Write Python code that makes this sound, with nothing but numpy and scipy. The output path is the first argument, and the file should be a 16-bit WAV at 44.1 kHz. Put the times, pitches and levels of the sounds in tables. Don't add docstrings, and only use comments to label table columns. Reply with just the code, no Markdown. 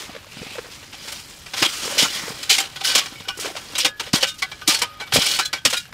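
import sys
import numpy as np
from scipy import signal
from scipy.io import wavfile

SR = 44100
rng = np.random.default_rng(int(sys.argv[2]) if len(sys.argv) > 2 else 0)


def wrap_up_sound(samples):
    columns = np.atleast_2d(samples).T
    tamed = np.clip(columns, -1, 1)
    steps = np.round(tamed * 32767).astype(np.int16)
    wavfile.write(sys.argv[1], SR, steps)


def gain_from_decibels(decibels):
    exponent = np.asarray(decibels, float) / 20
    return 10 ** exponent


N = 261513

# [t/s, peak level/dB, body re peak/dB, sparkle re peak/dB]
EDGE_BITES = [(1.5365, -14.5, -9, -37), (1.625, 5, -13, -36), (2.024, 2.5, -45, -27.5),
              (2.43, -14.5, -34, -21), (2.582, -1, -24, -22), (2.6016, -5.5, -16.5, -21),
              (2.808, -17.5, -13, -31), (2.9517, 1.5, -17, -17.5), (3.2845, -17, -11, -18.5),
              (3.5648, -13, -15, -40), (3.7534, -9.5, -21, -32), (3.7818, -8.5, -15, -10.5),
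              (3.8488, 2, -16.5, -24.5), (3.9983, -10, -10, -27.5), (4.133, -3.5, -17, -16.5),
              (4.228, -1.5, -13.5, -22.5), (4.4217, -6, -21, -27.5), (4.678, -1.5, -18, -9.5),
              (4.7452, -8.5, -17, -16), (4.79, -13, -31, -22), (4.8182, -5.5, -8, -18.5),
              (5.1237, -5.5, -11.5, -36), (5.162, -2.5, -14, -24), (5.263, -12.5, -14, -10),
              (5.39, -5.5, -8.5, -17), (5.452, -17, -22, -9.5), (5.531, -7.5, -10.5, -23.5),
              (5.6523, 5.5, -25, -27), (5.701, -10.5, -21, -18), (5.7298, -4.5, -15, -24)]
# [t/s, peak level/dB, sparkle re peak/dB]
EDGE_TAPS = [(0.829, -26.5, -51), (0.9285, -23, -34), (0.9444, -26, -32), (1.121, -19, -9.5),
             (1.198, -28, -10), (1.462, -21, -41), (2.7602, -16.5, -39), (3.0596, -17, -31),
             (3.201, -28, -39), (3.248, -31, -36), (3.3737, -28, -2), (4.066, -22.5, -36), (4.343, -40, 1),
             (4.5164, -18, -45), (4.6144, -24.5, -44), (5.07, -25, -33), (5.854, -32, -38),
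             (5.9254, -25, -51)]
# [t/s, level/dB]
BLADE_FREEDOM = [(0, -9.5), (1.4, 0), (2.4, 2.5), (2.6, -2.5), (2.88, 4), (3.0, 2), (3.3, 7), (3.45, -0.5),
                 (3.7, -3), (3.85, 3), (5.1, 3), (5.3, 7), (5.93, -6)]


def in_time(rows):
    s, *columns = np.transpose(rows)
    t = np.arange(N) / SR
    return np.array([np.interp(t, s, column) for column in columns])


def at_hz(points, hz):
    table_hz, table_db = np.array(points).T
    return np.interp(np.log(hz), np.log(table_hz), table_db)


def drift(rate_hz):
    r = np.exp(-32 * np.pi * rate_hz / SR)
    noise = rng.standard_normal(N // 16 + 2002)
    slow = signal.lfilter([1], [1, -2 * r, r * r], noise)[2000:]
    return np.interp(np.arange(N) / 16, np.arange(len(slow)), slow / slow.std())


def resonate(x, hz, width_hz):
    r = np.exp(-np.pi * width_hz / SR)
    poles = [1, -2 * r * np.cos(2 * np.pi * hz / SR), r * r]
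    return signal.lfilter([(1 - r * r) / 2, 0, (r * r - 1) / 2], poles, x)


def add(out, s, piece):
    i = round(s * SR)
    out[..., i:i + piece.shape[-1]] += piece[..., :out.shape[-1] - i]


def zone_powers(edge_db, body_db, sparkle_db):
    zones_db = np.array([body_db + 15.0, body_db + 12.5, edge_db, sparkle_db + 12, sparkle_db + 13.0])
    return gain_from_decibels(2 * zones_db)


def sliding():
    # [t/s, level/dB, dryness (adds sparkle)/dB]
    settling = [(0.07, -34.5, -17), (.17, -38, -18), (.26, -44, -4), (.62, -38.5, -3.5), (.8, -43, -2),
                (1.3, -41.5, 2.5), (1.52, -43.5, 3), (2.44, -36, -1.5), (2.7, -40, -1.5), (3.1, -39.5, -4),
                (3.35, -47.5, 3), (3.55, -40.5, 1.5), (3.75, -36.5, -3), (3.93, -52, -15), (4.12, -54, -8),
                (4.5, -44.5, -3.5), (5.11, -44, -19), (5.6, -51, -12)]
    # [start/s, length/s, level/dB, body re level/dB, sparkle re level/dB]
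    drags = [(0.0, 0.029, -30.5, -11.5, -18.5), (0.335, 0.22, -35.5, -14.5, -33),
             (0.723, 0.022, -37, -31, -22), (0.97, .06, -38.5, -24, -25), (1.05, 0.13, -33.5, -16, -17.5),
             (1.599, 0.016, -19.5, -32, -20.5), (1.686, 0.15, -28.5, -18.5, -14.5),
             (1.845, .2, -28.5, -8, -15), (3.41, 0.074, -39.5, -8.5, -20), (2.045, 0.13, -26, -19.5, -20.5),
             (2.154, 0.15, -34.5, -6.5, -10.5), (2.85, .04, -29.5, -31, -33),
             (2.919, 0.073, -19, -20.5, -29), (3.433, 0.045, -29.5, -10, -17.5),
             (4.024, 0.053, -36, -12.5, -22.5), (5.201, 0.15, -19.5, -21.5, -18),
             (5.713, 0.065, -26, -39, -21)]
    rise_db_per_s, fall_db_per_s, sag_db_per_s = 293, 235, -7.5
    usual_db, body_db, sparkle_db = -42.5, -52, -15.5

    level_db, dryness_db = in_time(settling)
    power = zone_powers(level_db, body_db + level_db - usual_db, level_db + sparkle_db + dryness_db)
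    t = np.arange(-SR // 4, SR * 3 // 4) / SR
    padded = np.zeros((len(power), N + SR))
    for s, length_s, db, drag_body_db, drag_sparkle_db in drags:
        rise_db = rise_db_per_s * np.minimum(t, 0)
        sag_db = sag_db_per_s * np.maximum(t, 0)
        fall_db = fall_db_per_s * np.maximum(t - length_s, 0)
        shape_db = db + rise_db - sag_db - fall_db
        zones = zone_powers(0, drag_body_db, drag_sparkle_db)[:, None]
        add(padded, max(s, 0), gain_from_decibels(2 * shape_db) * zones)
    return power + padded[:, SR // 4:SR // 4 + N]


def pressure_db(bite_push_s, crump_db, fizz_db):
    # [t/s, peak level/dB, body re peak/dB, sparkle re peak/dB, t60/s]
    shoves = [(1.0744, -19.5, -13, -22, 0.12), (1.5666, -11.5, -14.5, -26, 0.31),
              (1.6494, -4.5, -19, -28, 0.018), (1.9796, 2, -31, -26.5, 0.19), (2.044, -21.5, 2, -11, 0.032),
              (2.4952, 1.5, -27, -20, 0.19), (2.5374, -2.5, -31, -32, 0.13), (2.6244, -16, -16, -27, 0.17),
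              (2.846, -8.5, -21, -12.5, 0.28), (2.884, -12.5, -16.5, -20, 0.17),
              (2.9754, -2.5, -18, -22, 0.049), (3.395, -21.5, -26, -6, 0.2), (3.4426, -27, 0.5, -19, 0.15),
              (3.7964, -4, -45, -32, 0.12), (4.1447, -7.5, -11, -16.5, 0.16), (4.2044, -13, -20, -24, 0.1),
              (4.2694, -15.5, -27, -15.5, 0.13), (4.3824, -27.5, -26, -11, 0.097),
              (4.6906, -4, -19, -19.5, 0.31), (4.999, -20.5, -6, -28, 0.16), (5.135, -6, -18, -9.5, 0.16),
              (5.203, -10, -17.5, -35, 0.27), (4.672, -16, -10, -25, .05), (2.49, -24, -25, -20, .05),
              (2.838, -15, -17, -15, .05), (5.4144, -27, -26, -17, 0.15), (5.565, -24, -16, -30, .1),
              (5.7683, -14.5, -27, -14.5, 0.043)]
    bite_t60_s, tap_t60_s, tap_body_db = 0.091, 0.074, -11
    bite_rise_s, shove_rise_s, shove_push_s = .0018, .005, .019

    power = sliding()
    t = np.arange(SR // 2) / SR
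    fading = np.array([[.9], [.9], [1], [1.15], [1.2]])
    bites = [(*row, bite_t60_s) for row in EDGE_BITES]
    bites += [(s, db, tap_body_db, sparkle_db, tap_t60_s) for s, db, sparkle_db in EDGE_TAPS]
    for rows, rise_s, push_s in (bites, bite_rise_s, bite_push_s), (shoves, shove_rise_s, shove_push_s):
        for s, db, body_db, sparkle_db, t60_s in rows:
            decay = gain_from_decibels(-60 * fading * np.maximum(t - push_s, 0) / max(t60_s, .01))
            shape = (1 - np.exp(-t / rise_s)) * decay
            low_db, high_db = body_db + 13, sparkle_db + 13.5
            zones_db = np.array([[low_db + crump_db], [low_db], [0], [high_db], [high_db + fizz_db]])
            add(power, s - .0025, (shape * gain_from_decibels(db - 8 + zones_db)) ** 2)
    return 10 * np.log10(power)


def crunch(strength_db, cycles, uneven_db, clump_db, patchy_db, blotchy_db, chip_db, fine):
    # [f/Hz, level per Hz/dB]
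    spectrum = [(71, -35), (120, -21), (217, -8), (301, -7), (427, -7.5), (535, -12), (1030, -4.5),
                (1490, -9), (1830, -4.5), (2990, -2.5), (3520, -2.5), (5190, -3), (7980, -4.5),
                (14400, -24), (16000, -12)]
    zone_hz = [220, 850, 3200, 11000, 16000]
    # [t/s, power]
    thinness_curve = [(0, 1.4), (1.0, 1.7), (1.6, 0.89), (2.0, 1.25), (2.2, 1.2), (2.45, 2.9), (2.68, 3),
                      (2.85, 0.97), (3.3, 1.2), (3.7, 1.6), (4.1, 1.4), (4.7, 2), (5.12, 1.2), (5.3, 1.6),
                      (5.65, 1.1), (5.93, 1)]
    cracks_per_s = 40000

    pitches_hz = np.geomspace(130, 16500, 40)
    dealt = rng.integers(0, len(pitches_hz), N)
    clumps_db = clump_db * drift(55)
    sizes = gain_from_decibels(uneven_db * np.minimum(rng.exponential(1, N), 5)) * rng.choice([-1, 1], N)
    cracks = sizes * (rng.random(N) < cracks_per_s / SR)
    rarity = rng.random(N)
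    thinness = np.clip(in_time(thinness_curve)[0], .5, 4)
    gains = gain_from_decibels(at_hz(spectrum, pitches_hz))
    gains = .92 * gains / np.sqrt(np.sum(gains ** 2 * pitches_hz / cycles * np.pi / SR))
    out = 0
    for k, hz in enumerate(pitches_hz):
        place = np.interp(np.log(hz), np.log(zone_hz), np.arange(len(zone_hz)))
        low = min(int(place), len(zone_hz) - 2)
        upper = (place - low) ** (thinness if low == 1 else 1)
        db = strength_db[low] * (1 - upper) + strength_db[low + 1] * upper
        own = cracks * (dealt == k) * (rarity < hz / 1800)
        own = own + fine * min(hz / 9000, 1) ** 2 * np.roll(sizes, 997 * k)
        level_db = db + clumps_db + patchy_db * drift(44) + blotchy_db * drift(4.1)
        own = own / own.std() * gain_from_decibels(level_db) + 1e-18
        chips = own * gain_from_decibels(chip_db + 8.2 * np.minimum(drift(8.9), 0.9))
        rings = resonate(own, hz, hz / cycles) + resonate(chips, 1.068 * hz, hz / 20)
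        out = out + (-1) ** k * gains[k] * rings
    return out


def hollows(snow):
    # [middle/s, half length/s, f/Hz, level re crunch/dB]
    hollow_rows = [(0.323, 0.056, 2570, 0), (.54, 0.081, 2600, 3.5), (1.66, 0.011, 3240, 7),
                   (1.745, 0.071, 1260, 5), (2.2, 0.081, 1960, 7), (2.52, 0.035, 2350, 4),
                   (2.592, .012, 2160, 6), (3.8, 0.057, 3000, 1.5), (4.236, .04, 3080, 3),
                   (5.395, .015, 3000, 2), (5.218, 0.025, 3300, 0)]
    t = np.arange(N) / SR
    out = 0
    for s, half_s, hz, db in hollow_rows:
        swell = np.exp(-((t - s) / half_s) ** 2)
        out = out + gain_from_decibels(db) * resonate(snow * swell + 1e-18, hz, width_hz=240)
    return out


def snaps():
    # [t/s, peak level/dB]
    snap_rows = [(0.7309, -33.1), (1.022, -31.4), (1.1302, -16), (1.185, -30.1), (1.5681, -24.0),
                 (1.6565, -14.4), (1.6972, -23.7), (1.7423, -23.4), (2.2073, -24.0), (2.4331, -26.3),
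                 (2.4997, -9), (2.583, -17.1), (2.6029, -8.8), (2.7632, -31.5), (2.9537, 0),
                 (2.9878, -11.3), (3.2875, -22.8), (3.3251, -32.9), (3.5784, -26), (3.7559, -23.6),
                 (3.8897, -32.7), (4.0, -26), (4.1349, -15.3), (4.2326, -15), (4.4244, -21.4),
                 (4.517, -33.5), (4.6801, -6.0), (4.7923, -22.3), (4.8227, -15), (5.1377, -9), (5.1484, -5),
                 (5.262, -14), (5.3922, -13.5), (5.4564, -19.8), (5.531, -16), (5.6537, -8),
                 (5.7103, -18.2), (5.7303, -15.9)]
    t60_s, level_db = 0.0015, -3
    out, t = np.zeros(N), np.arange(256) / SR
    bright = signal.butter(2, 5000, "high", fs=SR, output="sos")
    noise = rng.standard_normal((len(snap_rows), len(t)))
    for (s, db), hiss in zip(snap_rows, noise):
        burst = signal.sosfilt(bright, np.sign(hiss) * gain_from_decibels(-60 * t / t60_s))
        add(out, s - .0002, gain_from_decibels(db + level_db) * burst / np.abs(burst).max())
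    return out


def blade(shaking, level_db, width_hz, widening):
    # [f/Hz, level/dB]
    modes = [(560, -19.5), (790, -27), (1365, -26.5), (1525, -23), (1960, -28.5), (2320, -23.5),
             (2440, -32.5), (2830, -43), (2990, -19.5), (3290, -19.5), (3700, -24.5), (4080, -23),
             (4390, -24.5), (4930, -19), (5450, -22.5)]
    shaking = shaking * gain_from_decibels(in_time(BLADE_FREEDOM)[0])
    out = 0
    for hz, db in modes:
        grip = gain_from_decibels(2.5 * drift(12))
        out = out + gain_from_decibels(db) * resonate(shaking * grip, hz, width_hz + widening * hz)
    return gain_from_decibels(level_db) * out


def struck_modes():
    # [f/Hz, level re bite/dB, t60/s]
    lasting = [(780, -39, 0.13), (1245, -37, 0.27), (1510, -35.5, 0.21), (1690, -41, 0.52),
               (1820, -47, 0.084), (2330, -25.5, 0.077), (2520, -31, 0.16), (2850, -28, 0.13),
               (3180, -36, 0.22), (3700, -37, 0.17), (3870, -37.5, 0.13), (563, -43.5, 0.3),
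               (1420, -39.5, 0.29), (3400, -48, .1)]
    soft_bite_share, spread_db = 0.78, 3.0
    s, db = np.transpose([row[:2] for row in EDGE_BITES + EDGE_TAPS])
    where = (s * SR).astype(int)
    freedom_db = in_time(BLADE_FREEDOM)[0, where]
    chance = rng.standard_normal((len(s), len(lasting)))
    out = 0
    for (hz, level_db, t60_s), luck in zip(lasting, chance.T):
        clicks = np.full(N, 1e-18)
        clicks[where] = gain_from_decibels(soft_bite_share * db + level_db + spread_db * luck + freedom_db)
        r, w = gain_from_decibels(-60 / (t60_s * SR)), 2 * np.pi * hz / SR
        out = out + signal.lfilter([0, np.sin(w)], [1, -2 * r * np.cos(w), r * r], clicks)
    return out


def free_rings(sag_db, grip_t60_s):
    # [t/s, f/Hz, level/dB, gripped after/s]
    ring_rows = [(2.5, 3030, -9, 0.052), (2.848, 1532, -24, 0.08), (2.885, 1530, -20, .1),
                 (2.92, 1528, -21, .06), (2.872, 2960, -17, 0.12), (3.157, 2250, -33, .05),
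                 (3.18, 2190, -35, .025), (4.238, 2850, -27, .11), (4.238, 3300, -22, .04),
                 (5.41, 1680, -31, .1), (5.575, 3280, -33, .04), (2.896, 4680, -21, 0.064),
                 (3.288, 1480, -26.5, 0.083), (3.288, 2450, -32, 0.059), (3.856, 1690, -31, 0.17),
                 (3.855, 3700, -19, 0.042), (4.234, 1245, -31, 0.14), (4.235, 557, -30, 0.066),
                 (4.72, 900, -28, 0.08), (4.827, 1240, -31, 0.19), (5.015, 2280, -29, 0.073),
                 (5.401, 1634, -29, 0.069), (5.742, 1430, -26.5, 0.079), (5.75, 2800, -34, 0.12),
                 (4.25, 1523, -33, 0.096), (4.3, 3661, -29.5, .05), (4.43, 1513, -31, 0.071),
                 (5.012, 1510, -33, 0.067), (5.4, 1520, -27.5, 0.094), (5.535, 1540, -34, 0.11),
                 (5.32, 1500, -32.5, 0.094), (3.255, 1500, -33, .04), (3.29, 2850, -25, 0.055),
                 (.4, 2500, -42, .15)]
    # [t/s, f/Hz, level/dB]
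    pings = [(1.654, 3210, -11), (2.052, 1380, -23.5), (2.585, 780, -26), (2.815, 780, -26),
             (3.016, 1124, -27), (3.289, 1149, -22.5), (3.288, 2980, -20), (3.287, 5440, -20),
             (4.238, 2320, -18), (4.28, 3700, -21), (4.425, 2020, -19), (4.522, 2330, -29),
             (4.619, 1510, -31.5), (4.69, 1217, -17), (4.746, 4400, -13), (4.823, 3110, -20),
             (4.999, 4070, -25.5), (5.255, 2294, -18.5), (5.402, 2960, -22), (5.455, 4070, -18),
             (5.535, 2280, -19), (5.77, 3810, -17), (5.765, 4900, -25.5), (5.765, 2420, -25),
             (.551, 2590, -32.5), (1.62, 5030, -14), (1.988, 2920, -12), (2.045, 6750, -17),
             (2.084, 2940, -23), (2.582, 4392, -25), (2.602, 14211, -27), (2.602, 7400, -16),
             (2.602, 3130, -17), (2.76, 1490, -31), (2.847, 5140, -25), (2.978, 7150, -15),
             (3.754, 3830, -20), (3.782, 2350, -25), (3.85, 2120, -19), (4.232, 3000, -15),
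             (4.424, 2240, -15), (4.425, 1123, -22.5), (4.429, 765, -32), (4.702, 2900, -27),
             (4.82, 962, -19), (5.01, 835, -26.5), (5.23, 1484, -25), (5.262, 4470, -23),
             (5.294, 4950, -21), (5.391, 3850, -19), (5.393, 1354, -21.5), (5.428, 4090, -24),
             (5.459, 3402, -26), (5.532, 1037, -29), (5.655, 2910, -13), (5.73, 3220, -25),
             (4.62, 1220, -34), (4.135, 4810, -13)]
    ping_gripped_s = 0.032
    out, t = np.zeros(N), np.arange(SR // 3) / SR
    rows = ring_rows + [(s, hz, db, ping_gripped_s * min(1, 4000 / hz)) for s, hz, db in pings]
    splits = rng.uniform(-0.98, 1, len(rows))
    for (s, hz, db, gripped_s), split in zip(rows, splits):
        twin = .45 * np.exp(-t / .06) * np.sin(2 * np.pi * hz * (1 + .03 * split) * t + 3 * split)
        damping_db = sag_db * t / gripped_s - 60 * np.maximum(t - gripped_s, 0) / grip_t60_s
        envelope = gain_from_decibels(db + damping_db) * (1 - np.exp(-t / 0.00018))
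        add(out, s, envelope * (np.sin(2 * np.pi * hz * t) + twin))
    return out * gain_from_decibels(1.9 * drift(110))


def thuds(puff, crackle):
    # [middle/s, peak level/dB, f/Hz, half length/s]
    landings = [(1.624, -14.5, 320, 0.0052), (2.025, -10.5, 450, 0.00095), (2.032, -13.5, 237, 0.0028),
                (2.957, -20.5, 500, 0.0033), (3.856, -25.5, 510, 0.024), (3.857, -23, 298, 0.01),
                (4.14, -2.5, 224, 0.0024), (4.075, -28, 510, 0.0028), (4.234, -13, 534, 0.0061),
                (4.685, -15, 310, 0.007), (4.828, -28, 485, 0.012), (5.176, -19, 125, 0.009),
                (5.143, -20, 125, .008), (5.682, -28, 240, .009), (5.161, -3, 566, 0.0016),
                (5.169, -19.5, 252, 0.014), (5.188, -9.5, 160, 0.0023), (5.397, -21, 770, 0.0083),
                (5.658, -16.5, 530, 0.0042), (5.66, -24, 284, 0.012), (5.733, -21.5, 520, 0.0056),
                (5.928, -20.5, 1500, 0.00034), (1.665, -23.5, 340, 0.0045), (1.628, -23.5, 120, 0.0076),
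                (4.69, -24.5, 193, 0.006), (5.66, -27, 106, 0.0071), (2.512, -26, 775, 0.013),
                (2.52, -27, 430, 0.0065), (5.175, -18, 510, 0.005), (3.3, -31, 1000, .008)]
    # [middle/s, peak level/dB, f/Hz]
    pops = [(0.095, -27.5, 253), (.1, -30, 700), (.152, -27, 520), (0.165, -25, 534), (0.246, -33.5, 1150),
            (0.371, -27.5, 197), (0.397, -37, 242), (0.418, -23, 182), (0.431, -27, 454), (.468, -29, 244),
            (0.557, -26, 560), (0.585, -20, 515), (0.591, -20, 454), (0.944, -31, 794), (1.857, -25.5, 510),
            (1.879, -20.5, 447), (1.926, -25, 560), (1.975, -20, 546), (1.997, -19, 530), (2.238, -26, 227),
            (2.282, -21.5, 473), (2.306, -24, 213), (2.32, -29, 427), (3.392, -24.5, 438),
            (3.426, -31, 695), (3.449, -21.5, 437), (3.476, -22.5, 390), (3.503, -25, 725),
            (3.555, -23.5, 634), (0.668, -35, 705), (.27, -36.5, 587), (.647, -32, 517), (.659, -36, 450),
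            (.689, -35, 462), (.83, -38, 503), (1.054, -35, 503), (1.08, -36, 380), (1.836, -31, 226),
            (1.956, -27, 520), (2.104, -35, 248), (2.16, -36, 197), (3.125, -31.5, 247), (3.208, -30, 200),
            (3.209, -33.5, 1050), (3.278, -32, 450), (3.375, -32.5, 350), (3.459, -23, 563),
            (3.466, -27, 794), (3.489, -26, 704), (3.512, -31, 350), (3.567, -30.5, 616), (3.705, -36, 458),
            (3.737, -31, 261), (5.855, -32, 1600), (5.891, -42, 750), (.57, -32, 885)]
    pop_half_s = 0.003
    out, t = np.zeros(N), np.arange(-2048, 2048) / SR
    rows = [(*row, puff) for row in landings]
    rows += [(s, db, hz, pop_half_s * min(1, 550 / hz), crackle) for s, db, hz in pops]
    noise = rng.standard_normal((len(rows), len(t)))
    stretch = np.where(t < 0, 0.83, 1.2)
    for (s, db, hz, half_s, share), hiss in zip(rows, noise):
        dull = resonate(resonate(hiss, 2 * hz, 3 * hz), 2 * hz, 7 * hz)
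        tone = np.sin(2 * np.pi * hz * t) + share * dull / dull.std()
        add(out, s + t[0], gain_from_decibels(db) * np.exp(-(t / half_s / stretch) ** 2) * tone)
    return out


def canvas_echo(near):
    echo = np.zeros(N)
    add(echo, .0065, gain_from_decibels(-19.5) * signal.lfilter([.4], [1, -.6], near))
    return echo


def air(patchy_db):
    # [f/Hz, level per Hz/dB]
    air_spectrum = [(12, -32), (25, 10), (120, 15.5), (718, -10), (1960, -6), (2750, -27), (5230, -15),
                    (6360, -73), (10800, -8), (16000, -32)]
    edges_hz = 20 * 2 ** np.arange(0, 10, .5)
    white = rng.standard_normal((2, N))
    out = 0
    for k, (low, high) in enumerate(zip(edges_hz, edges_hz[1:])):
        band_pass = signal.butter(2, [low, high], "band", fs=SR, output="sos")
        band = signal.sosfilt(band_pass, white[k % 2])
        flicker_db = patchy_db * min(low / 400, 1) * np.tanh(drift(27))
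        out = out + gain_from_decibels(at_hz(air_spectrum, np.sqrt(low * high)) + flicker_db) * band
    return gain_from_decibels(-47) * out / out.std()


def scene():
    strength_db = pressure_db(bite_push_s=0.0078, crump_db=-5.0, fizz_db=-7.0)
    snow = crunch(strength_db, cycles=4.0, uneven_db=2.2, clump_db=1.1, patchy_db=1.0,
                  blotchy_db=1.5, chip_db=-6.5, fine=.09)
    near = snow + hollows(snow) + snaps()
    near = near + blade(snow, level_db=20.5, width_hz=15.4, widening=0.012)
    near = near + struck_modes() + free_rings(sag_db=-15.5, grip_t60_s=0.046)
    near = near + thuds(puff=0.28, crackle=0.45)
    return (near + canvas_echo(near) + air(patchy_db=10.0))[None]


def top_cut(x):
    return signal.sosfilt(signal.butter(12, 16660, fs=SR, output="sos"), x)


def record(dry):
    rounded = 1.001 * np.tanh(dry / 1.397)
    low_pass = signal.cheby2(20, 45, 15880, fs=SR, output="sos")
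    return top_cut(signal.sosfilt(low_pass, rounded))


dry = scene()
out = record(dry)
wrap_up_sound(out)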